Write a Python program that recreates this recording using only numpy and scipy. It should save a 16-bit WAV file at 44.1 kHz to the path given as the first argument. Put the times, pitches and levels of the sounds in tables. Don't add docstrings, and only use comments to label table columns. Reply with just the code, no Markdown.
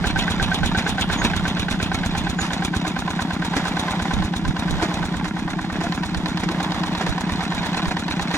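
import sys
import numpy as np
from scipy import signal
from scipy.fft import rfft, irfft, next_fast_len
from scipy.io import wavfile

SR = 44100
rng = np.random.default_rng(int(sys.argv[2]) if len(sys.argv) > 2 else 0)


def persist_wave(psi):
    counts = np.round(np.clip(psi, -1, 1) * 32767).astype(np.int16)
    wavfile.write(sys.argv[1], SR, np.atleast_2d(counts).T)


N = 369116
TIME = np.arange(N) / SR
FFT_SIZE = next_fast_len(N + 4096)
BINS_HZ = np.maximum(np.arange(FFT_SIZE // 2 + 1) * SR / FFT_SIZE, 1)

# f/Hz, likeness/0..1
PORT_LIKENESS = [(150, 0.87), (900, 1), (1250, 0.86), (1550, 0.3), (2500, 0.9), (6000, 0.44), (8000, 0.71),
                 (15000, 0.082)]
# f/Hz, left minus right/dB
PORT_TILT = [(100, -1.5), (300, 2), (450, -3), (750, -2.5), (950, 1.5), (1250, -9), (1530, 0), (1800, -9.5),
             (2300, -2.5), (2900, -3.5), (3500, -2.5), (5000, 4), (6500, -2), (7800, -11.5), (11000, 0),
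             (15000, -4.5)]
# f/Hz, phase/rad
PORT_LEAD = [(100, 0), (1100, 0), (1600, .25), (2200, 1.3), (3500, 2.1), (4500, 3.7), (6000, 6.4),
             (15000, 14)]
# t/s, level/dB
BREEZE = [(0, -33), (1.6, -34), (2.2, -36.5), (2.8, -42.5), (3.95, -42), (5.1, -40.5), (5.7, -39.5),
          (8.37, -43)]
# t/s, level/dB, length/s
BUFFETS = [(0.167, -29, 0.054), (0.426, -29, 0.069), (0.63, -22, 0.033), (1.237, -30, 0.039),
           (4.19, -24.5, 0.064), (4.486, -19, 0.039), (4.74, -25, .064), (5.016, -35, 0.049),
           (5.164, -35, 0.027), (6.175, -23, 0.017), (7.097, -21.5, 0.023), (7.592, -34, 0.032),
           (7.88, -22.5, 0.013), (8.215, -32, 0.023)]

# t/s, heading/deg
HEADING = [(0, 2.3), (1.2, 4.6), (2, 15), (3.6, 32), (4.7, 54), (5.55, 95), (6.1, 136), (6.7, 87),
           (8.37, 270)]
# t/s, firing rate/Hz
FIRING_RATE = [(0.0, 8.353), (0.23, 8.387), (0.71, 8.616), (1.2, 8.459), (1.62, 8.665), (2.37, 8.423),
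               (2.89, 8.86), (3.5, 8.622), (4.17, 8.876), (4.73, 8.568), (5.29, 8.934), (5.93, 9.03),
               (6.32, 8.751), (6.81, 8.606), (7.79, 8.987), (8.08, 8.798), (8.37, 8.402)]
# t/s, level/dB
LABOUR = [(0, -31.5), (1.3, -33), (1.9, -33), (3.3, -33.5), (3.95, -30.5), (4.4, -38), (4.85, -32),
          (5.6, -34.5), (6.3, -35), (7, -30.5), (8.37, -36)]
# t/s, level/dB, length/s
SPLASHES = [(2.441, -29, 0.052), (3.67, -34, 0.05)]
# t/s, f/Hz, level/dB, length/s
SQUEAKS = [(1.199, 6640, -34, 0.033), (2.41, 6760, -31.5, 0.029), (5.85, 693.5, -25.5, 0.017)]
# t/s, f/Hz, thud level/dB, relative rattle level/dB, rattle t60/s
JOLTS = [(.218, 260, -22, -39, 0.19), (.634, 240, -21, -35, 0.18), (0.785, 262, -30, -26.5, .12),
         (1.247, 227, -8.5, -30, 0.093), (1.712, 284, -39, -32, 0.2), (2.424, 320, -19, -35, 0.32),
         (2.53, 280, -21, -27, 0.088), (2.866, 300, -12, -29, .039), (3.563, 275, -9, -26, 0.16),
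         (4.05, 293, -14.5, -39.5, 0.55), (4.466, 274, -13, -49, .071), (4.822, 323, -6.5, -25, 0.15),
         (5.242, 296, -22, -31.5, 0.15), (5.803, 316, -11.5, -37.5, 0.48), (6.433, 294, -24, -25.5, 0.067),
         (6.488, 338, -14, -42, .05), (7.009, 370, -19, -29.5, 0.16), (7.062, 300, -29, -29, 0.09),
         (7.908, 297, -25, -31, 0.11), (8.338, 288, -10, -29, 0.29)]
# t/s, level/dB, f/Hz
CLANKS = [(0.235, -19, 1980), (0.479, -17, 926), (0.714, -15, 921), (1.128, -18, 767), (1.251, -11, 993),
          (3.568, -16, 723), (3.934, -14, 785), (4.053, -13.5, 778), (4.079, -25, 1660),
          (4.827, -11.5, 711), (4.847, -18, 670), (5.211, -18, 865), (6.519, -24, 820), (6.678, -21, 830),
          (7.008, -11.5, 750), (7.793, -15.5, 1020), (7.91, -14, 736)]
# place/cycle, level/dB, unevenness/dB
VALVE_TAPS = [(.503, -31.5, 3), (.752, -29.5, 3)]
# t/s, level/dB
HARD_SNAPS = [(4.592, -37), (4.708, -37), (4.939, -31), (6.628, -31), (7.207, -30)]
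# t/s, level/dB
EDGE_LEVEL = [(0, -40), (3.4, -35), (4.45, -28), (4.8, -33), (5.42, -40), (5.8, -33), (5.92, -24),
              (6.27, -23), (6.95, -25), (7.42, -29), (7.85, -26), (8.19, -24.5), (8.37, -29)]

# f/Hz, relative density/dB
WIND_SPECTRUM = [(15, 0.5), (35, 7), (70, 5.5), (120, 4), (200, -1), (400, -23)]
SPRAY_SPECTRUM = [(900, 14.5), (2000, 8), (3700, 4.5), (6500, -2.5), (8500, -6), (11000, -16), (15000, -38)]
CHURN_SPECTRUM = [(350, -5.5), (500, -7.5), (750, -0.5), (1000, -1), (1300, -9), (1900, -6.5), (2600, -15),
                  (3600, -9.5), (4500, -17.5), (6000, -24), (8500, -28.5), (12000, -44), (15000, -40)]
DRONE_SPECTRUM = [(165, 1), (190, 3.5), (230, 9), (310, 6.5), (380, -17), (500, -25)]
RATTLE_SPECTRUM = [(300, 6), (500, 6.5), (800, 6), (1200, 4.5), (1800, 9.5), (2600, 0.5), (4000, -0.5),
                   (7000, -7.5), (11000, -20), (15000, -46)]
# f/Hz, relative density/dB
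PUFF_SPECTRUM = [(350, 6.5), (500, -0.5), (850, 0), (1300, 3), (1700, -18), (2400, 2.5), (2950, -11),
                 (3600, 4.5), (4150, 1), (4600, -7.5), (6500, -4.5), (8500, -9), (10500, -14), (12500, -29),
                 (15000, -21.5)]
TRAIL_SPECTRUM = [(900, -27), (1700, -21), (2600, 11.5), (3600, 16), (4500, -2), (6500, -28), (10000, -6.5),
                  (15000, -40)]
CRACK_SPECTRUM = [(400, 7), (550, -21), (800, 11), (1050, -17), (1250, -50), (1600, 6), (2200, -4.5),
                  (3500, -6.5), (4500, -10.5), (6500, -28), (9000, -30), (12000, -44), (15000, -52)]
CLACK_SPECTRUM = [(700, 8), (1050, 22), (1800, 9), (3000, -42), (4500, -22), (7000, -16), (10000, -54),
                  (15000, -57)]
EDGE_SPECTRUM = [(1000, -4), (1700, 1), (2200, -5), (3050, 1), (3450, -2), (4000, 3), (4600, -2),
                 (5500, -9), (7500, -18), (11000, -29), (15000, -38)]

# ratio to the note, level/dB, t60/s
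FRAME_MODES = [(.83, 0.5, 0.028), (1, 0, 0.081), (1.19, -10, 0.096), (2.15, -20, 0.086)]
STEEL_MODES = [(1, -4, 0.056), (1.29, -8, 0.037), (1.83, -9, 0.042), (2.7, -12, 0.024), (4.1, -18, .015)]
# f/Hz, level/dB, t60/s
TIN_MODES = [(720, -2.5, 0.08), (838, -2, 0.031), (1020, -5.5, 0.029), (1458, 4, 0.055), (1660, 4, 0.022),
             (1968, 0.5, 0.03), (2386, 6.5, 0.04), (2830, 0, 0.028), (3560, -3, 0.024), (3905, 6, 0.045),
             (5170, -3.5, 0.022), (5870, -4, 0.03), (6860, -4, 0.018), (7380, -1, 0.02)]
ROCKER_MODES = [(745, -2, .035), (960, -2, .03), (1400, -1, .04), (1680, -2, .03), (2080, -4, .025),
                (2650, -6, .02)]
PIPE_SHUT_MODES = [(175.4, -16, 0.18), (189, -27, 0.041)]
PIPE_OPEN_MODES = [(198.3, -11, 0.03), (265.3, -32, 0.093)]
AIR_CLEANER_MODES = [(268.4, -8, 0.18), (311.9, 1.5, 0.38)]
SILENCER_MODES = [(92, 4.23, 0.053), (222, 3.2, 0.054)]

BLOCK_HEADINGS = (0, 26, 70, 130)
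# f/Hz, t60/s, level/dB at each of those headings
BLOCK_MODES = [(780, .036, (-26, -31, -42, -40)), (835, .03, (-36, -32, -34, -34.5)),
               (942, 0.038, (-42, -37, -36, -22.5)), (1020, 0.046, (-42, -26.5, -30.5, -37)),
               (1469, 0.026, (-27, -28, -33, -39)), (1528, 0.037, (-21, -25, -36, -35)),
               (1537, 0.053, (-16, -70, -36, -63)), (1817, 0.036, (-58, -55, -37, -30)),
               (1854, 0.03, (-35, -67, -39, -43))]
SLAP_DB = (-12, 1.5, 3.5, 0)
# relative level/dB at headings 0, 90 and 180
TIN_DB = (-17, -27.5, -17)
HUM_DB = (-36.5, -29, -34.5)
THUMP_DB = (-18.5, -25.5, -25.5)
HISS_DB = (-24.5, -34.5, -29.5)
TRAIL_DB = (-27, -71, -42.5)
CRACK_DB = (-23, -38, -28.5)
CLACK_DB = (-40, -29.5, -36.5)


def from_db(db):
    return 10 ** (np.asarray(db) / 20)


def butter(x, order, hz, kind):
    return signal.sosfilt(signal.butter(order, hz, kind, fs=SR, output="sos"), x)


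def in_time(curve):
    return np.interp(TIME, *np.transpose(curve))


def per_bin(curve):
    hz, value = np.transpose(curve)
    return np.interp(np.log(BINS_HZ), np.log(hz), value)


def drift(rate_hz):
    knots = rng.standard_normal(8192)
    return np.interp(TIME * rate_hz, np.arange(len(knots)), knots) * np.sqrt(3 / 2)


def noise(spectrum, likeness=PORT_LIKENESS):
    mid, side = rfft(rng.standard_normal((2, FFT_SIZE)))
    alike = np.clip(per_bin(likeness), 0, 1)
    pair = np.sqrt(1 + alike) * mid + np.sqrt(1 - alike) * side * [[1], [-1]]
    skirts = np.minimum(BINS_HZ / spectrum[0][0], spectrum[-1][0] / BINS_HZ).clip(max=1) ** 4
    x = irfft(from_db(per_bin(spectrum)) * skirts * pair, FFT_SIZE)[:, :N]
    return x / np.sqrt(np.mean(x ** 2) + 1e-20)


def ring(clicks, hz, t60):
    radius, angle = from_db(-60 / (t60 * SR)), 2 * np.pi * hz / SR
    return signal.lfilter([0, np.sin(angle)], [1, -2 * radius * np.cos(angle), radius ** 2],
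                          clicks + 1e-18)


def body(clicks, modes):
    return sum(from_db(db) * ring(clicks, hz, t60) for hz, db, t60 in modes)


def struck(s, hz, modes, rise_s):
    at = int(s * SR)
    age = TIME[:min(N - at, SR // 3)]
    rings = sum(from_db(db - 60 * age / t60) * np.sin(2 * np.pi * hz * ratio * age)
                for ratio, db, t60 in modes)
    attack = 1 - np.exp(-(age / rise_s) ** 2)
    return np.pad(rings * attack, (at, N - at - len(age)))


def strokes(cycles, place, spread_db, jitter_s):
    timing, strength = rng.standard_normal((int(cycles[-1]) + 2, 2)).T
    when = np.interp(np.arange(len(timing)) + place, cycles, TIME, left=-1, right=-1) + jitter_s * timing
    heard = (when > 0) & (when < TIME[-1])
    clicks = np.zeros(N)
    clicks[(when[heard] * SR).astype(int)] = from_db(spread_db * strength[heard])
    return clicks


def burst(clicks, rise_s, t60):
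    age = TIME[:SR // 4]
    shape = (1 - np.exp(-(age / rise_s) ** 2)) * from_db(-60 * age / t60)
    return signal.fftconvolve(clicks, shape / shape.max())[:N]


def swell(centre_s, length_s):
    return np.exp(-2 * np.minimum(((TIME - centre_s) / length_s) ** 2, 20))


def facing(heading, side_db):
    return from_db(np.interp(heading, [0, 90, 180], side_db))


def wind(right_over_left_db=9.5):
    breeze = from_db(in_time(BREEZE) + 1.5 * drift(14))
    buffets = sum(from_db(db) * swell(s, length) for s, db, length in BUFFETS)
    pan = from_db(right_over_left_db / 2 * np.array([[-1], [1]]))
    return (breeze + buffets) * pan * noise(WIND_SPECTRUM, likeness=[(20, 0.13), (400, 0.56)])


def field_echoes(x):
    dull = butter(x, 1, 2500, "low")
    lags = (rng.uniform(0.0099, 0.33, (2, 8)) * SR).astype(int)
    return np.array([sum(np.pad(side, (lag, 0))[:N] for lag in own) for side, own in zip(dull, lags)])


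def water(spray_db=-46.5):
    level = from_db(spray_db) + sum(from_db(db) * swell(s, length) for s, db, length in SPLASHES)
    return level * from_db(2 * drift(300)) * noise(SPRAY_SPECTRUM)


def churning(labour):
    uneven = from_db(1.78 * drift(60) + 2 * drift(350))
    return labour * uneven * noise(CHURN_SPECTRUM) + from_db(-35.5) * noise(DRONE_SPECTRUM)


def belt():
    wavering_time = np.cumsum(1 + 0.0085 * drift(210)) / SR
    return np.sqrt(2) * sum(from_db(db) * swell(s, length) * np.sin(2 * np.pi * hz * wavering_time)
                            for s, hz, db, length in SQUEAKS)


def jolts():
    thuds, shake = np.zeros(N), np.zeros(N)
    for s, hz, thud_db, rattle_db, t60 in JOLTS:
        thuds += from_db(thud_db) * struck(s, hz, FRAME_MODES, rise_s=0.0058)
        at = int(s * SR)
        age = TIME[:min(N - at, SR // 3)]
        attack = 1 - np.exp(-age / 0.0017)
        shake[at:at + len(age)] += attack * from_db(rattle_db + 7 - 60 * age / t60)
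    return thuds + shake * from_db(0.93 * drift(840)) * noise(RATTLE_SPECTRUM)


def clanks():
    return sum(from_db(db) * struck(s, hz, STEEL_MODES, rise_s=0.00043) for s, db, hz in CLANKS)


def tinwork(cycles, labour, heading, clacks_per_s=55, parts=4, max_detune=0.0763):
    exhaust_kicks = strokes(cycles, place=0.49, spread_db=0.5, jitter_s=0.00067)
    intake_kicks = strokes(cycles, place=0.73, spread_db=2, jitter_s=0.0013)
    shake = (0.38 + 1.1 * burst(exhaust_kicks, rise_s=0.0024, t60=0.17)
             + 0.5 * burst(intake_kicks, rise_s=0.003, t60=0.2))
    at = np.flatnonzero(rng.random(N) < clacks_per_s / SR)
    force = (facing(heading, TIN_DB) * labour ** 0.54 * shake)[at]
    part_hit = rng.integers(0, parts, len(at))
    rings = np.zeros(N)
    for hz, db, t60 in TIN_MODES:
        mode_force = force * rng.uniform(-0.86, 1, len(at)) * np.sqrt(3)
        for part, detune in enumerate(np.linspace(-max_detune, max_detune, parts)):
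            clicks = np.bincount(at, mode_force * (part_hit == part), N)
            rings += from_db(db) * ring(clicks, hz * (1 + detune), t60)
    return butter(rings, 2, [600, 9000], "band")


def valve_gear(cycles):
    taps = sum(from_db(db) * strokes(cycles, place, spread_db, jitter_s=0.0005)
               for place, db, spread_db in VALVE_TAPS)
    rings = sum((-1) ** k * from_db(db) * ring(taps * from_db(2 * drift(20)), hz, t60)
                for k, (hz, db, t60) in enumerate(ROCKER_MODES))
    return butter(rings, 2, 600, "high")


def intake(cycles, heading):
    shutting = -strokes(cycles, place=0.0062, spread_db=1, jitter_s=0.0001)
    opening = -strokes(cycles, place=0.751, spread_db=0.7, jitter_s=0.00025)
    boom = body(shutting, PIPE_SHUT_MODES)
    hum = body(shutting, AIR_CLEANER_MODES) * facing(heading, HUM_DB)
    gulp = body(opening, PIPE_OPEN_MODES)
    return butter(boom + hum + gulp, 3, [148, 420], "band")


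def exhaust(cycles, heading):
    slugs = -strokes(cycles, place=0.481, spread_db=2.5, jitter_s=0.00038) * facing(heading, THUMP_DB)
    thump = butter(body(slugs, SILENCER_MODES), 2, [38, 300], "band")
    opening = strokes(cycles, place=0.471, spread_db=1.5, jitter_s=0.0002)
    hard_snaps = np.zeros(N)
    for s, db in HARD_SNAPS:
        hard_snaps[int(s * SR)] = from_db(db)
    outlet_gain = facing(heading, HISS_DB)
    snap = burst(0.68 * opening * outlet_gain + hard_snaps, rise_s=0.0025, t60=0.036)
    jet = burst(strokes(cycles, place=0.33, spread_db=2, jitter_s=0.0026), rise_s=0.026, t60=0.087)
    puff = (snap + 0.5 * jet * outlet_gain) * noise(PUFF_SPECTRUM)
    trail = burst(opening, rise_s=0.0077, t60=0.18) * facing(heading, TRAIL_DB) * noise(TRAIL_SPECTRUM)
    return thump + (puff + trail) * from_db(2 * drift(700))


def block_knock(cycles, heading, slap_lag_s=0.0039):
    fire = strokes(cycles, place=0.25, spread_db=0.7, jitter_s=0.0003)
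    slap_gain = from_db(np.interp(heading, BLOCK_HEADINGS, SLAP_DB))
    slap = slap_gain * np.pad(fire, (round(slap_lag_s * SR), 0))[:N]
    bounce = strokes(cycles, place=0.318, spread_db=2, jitter_s=0.002)
    blows = fire + slap + 0.45 * bounce
    rings = np.zeros(N)
    for hz, t60, side_db in BLOCK_MODES:
        towards_mic = from_db(np.interp(heading, BLOCK_HEADINGS, side_db))
        rings += towards_mic * ring(blows * from_db(1.2 * drift(14)), hz, t60)
    return butter(rings, 2, [600, 3000], "band")


def combustion_crack(cycles, heading):
    crack = burst(strokes(cycles, place=0.225, spread_db=0.7, jitter_s=0.0014), rise_s=0.0024, t60=0.12)
    clack = burst(strokes(cycles, place=0.235, spread_db=0.7, jitter_s=0.0003), rise_s=0.0009, t60=0.08)
    edge = burst(strokes(cycles, place=0.25, spread_db=0.7, jitter_s=0.0003), rise_s=0.0011, t60=0.034)
    return (crack * facing(heading, CRACK_DB) * noise(CRACK_SPECTRUM)
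            + clack * facing(heading, CLACK_DB) * noise(CLACK_SPECTRUM)
            + edge * from_db(in_time(EDGE_LEVEL)) * noise(EDGE_SPECTRUM))


def scene():
    cycles = np.cumsum(in_time(FIRING_RATE)) / SR - 0.0881
    heading = in_time(HEADING)
    labour = from_db(in_time(LABOUR) + 2 * drift(5))
    knock = block_knock(cycles, heading) + combustion_crack(cycles, heading)
    bright = knock + valve_gear(cycles) + jolts() + clanks() + belt() + tinwork(cycles, labour, heading)
    tractor = intake(cycles, heading) + exhaust(cycles, heading) + churning(labour) + water() + bright
    return tractor + from_db(-28.5) * field_echoes(bright) + wind()


def record(dry, cutoff_hz=15800):
    tilt, lead = from_db(per_bin(PORT_TILT)), per_bin(PORT_LEAD)
    ports = np.array([tilt, np.exp(-1j * lead)]) * np.sqrt(2 / (1 + tilt ** 2))
    heard = irfft(rfft(dry, FFT_SIZE) * ports, FFT_SIZE)[:, :N]
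    return signal.sosfilt(signal.ellip(10, 0.1, 80, cutoff_hz, fs=SR, output="sos"), heard)


dry = scene()
out = record(dry)
persist_wave(out)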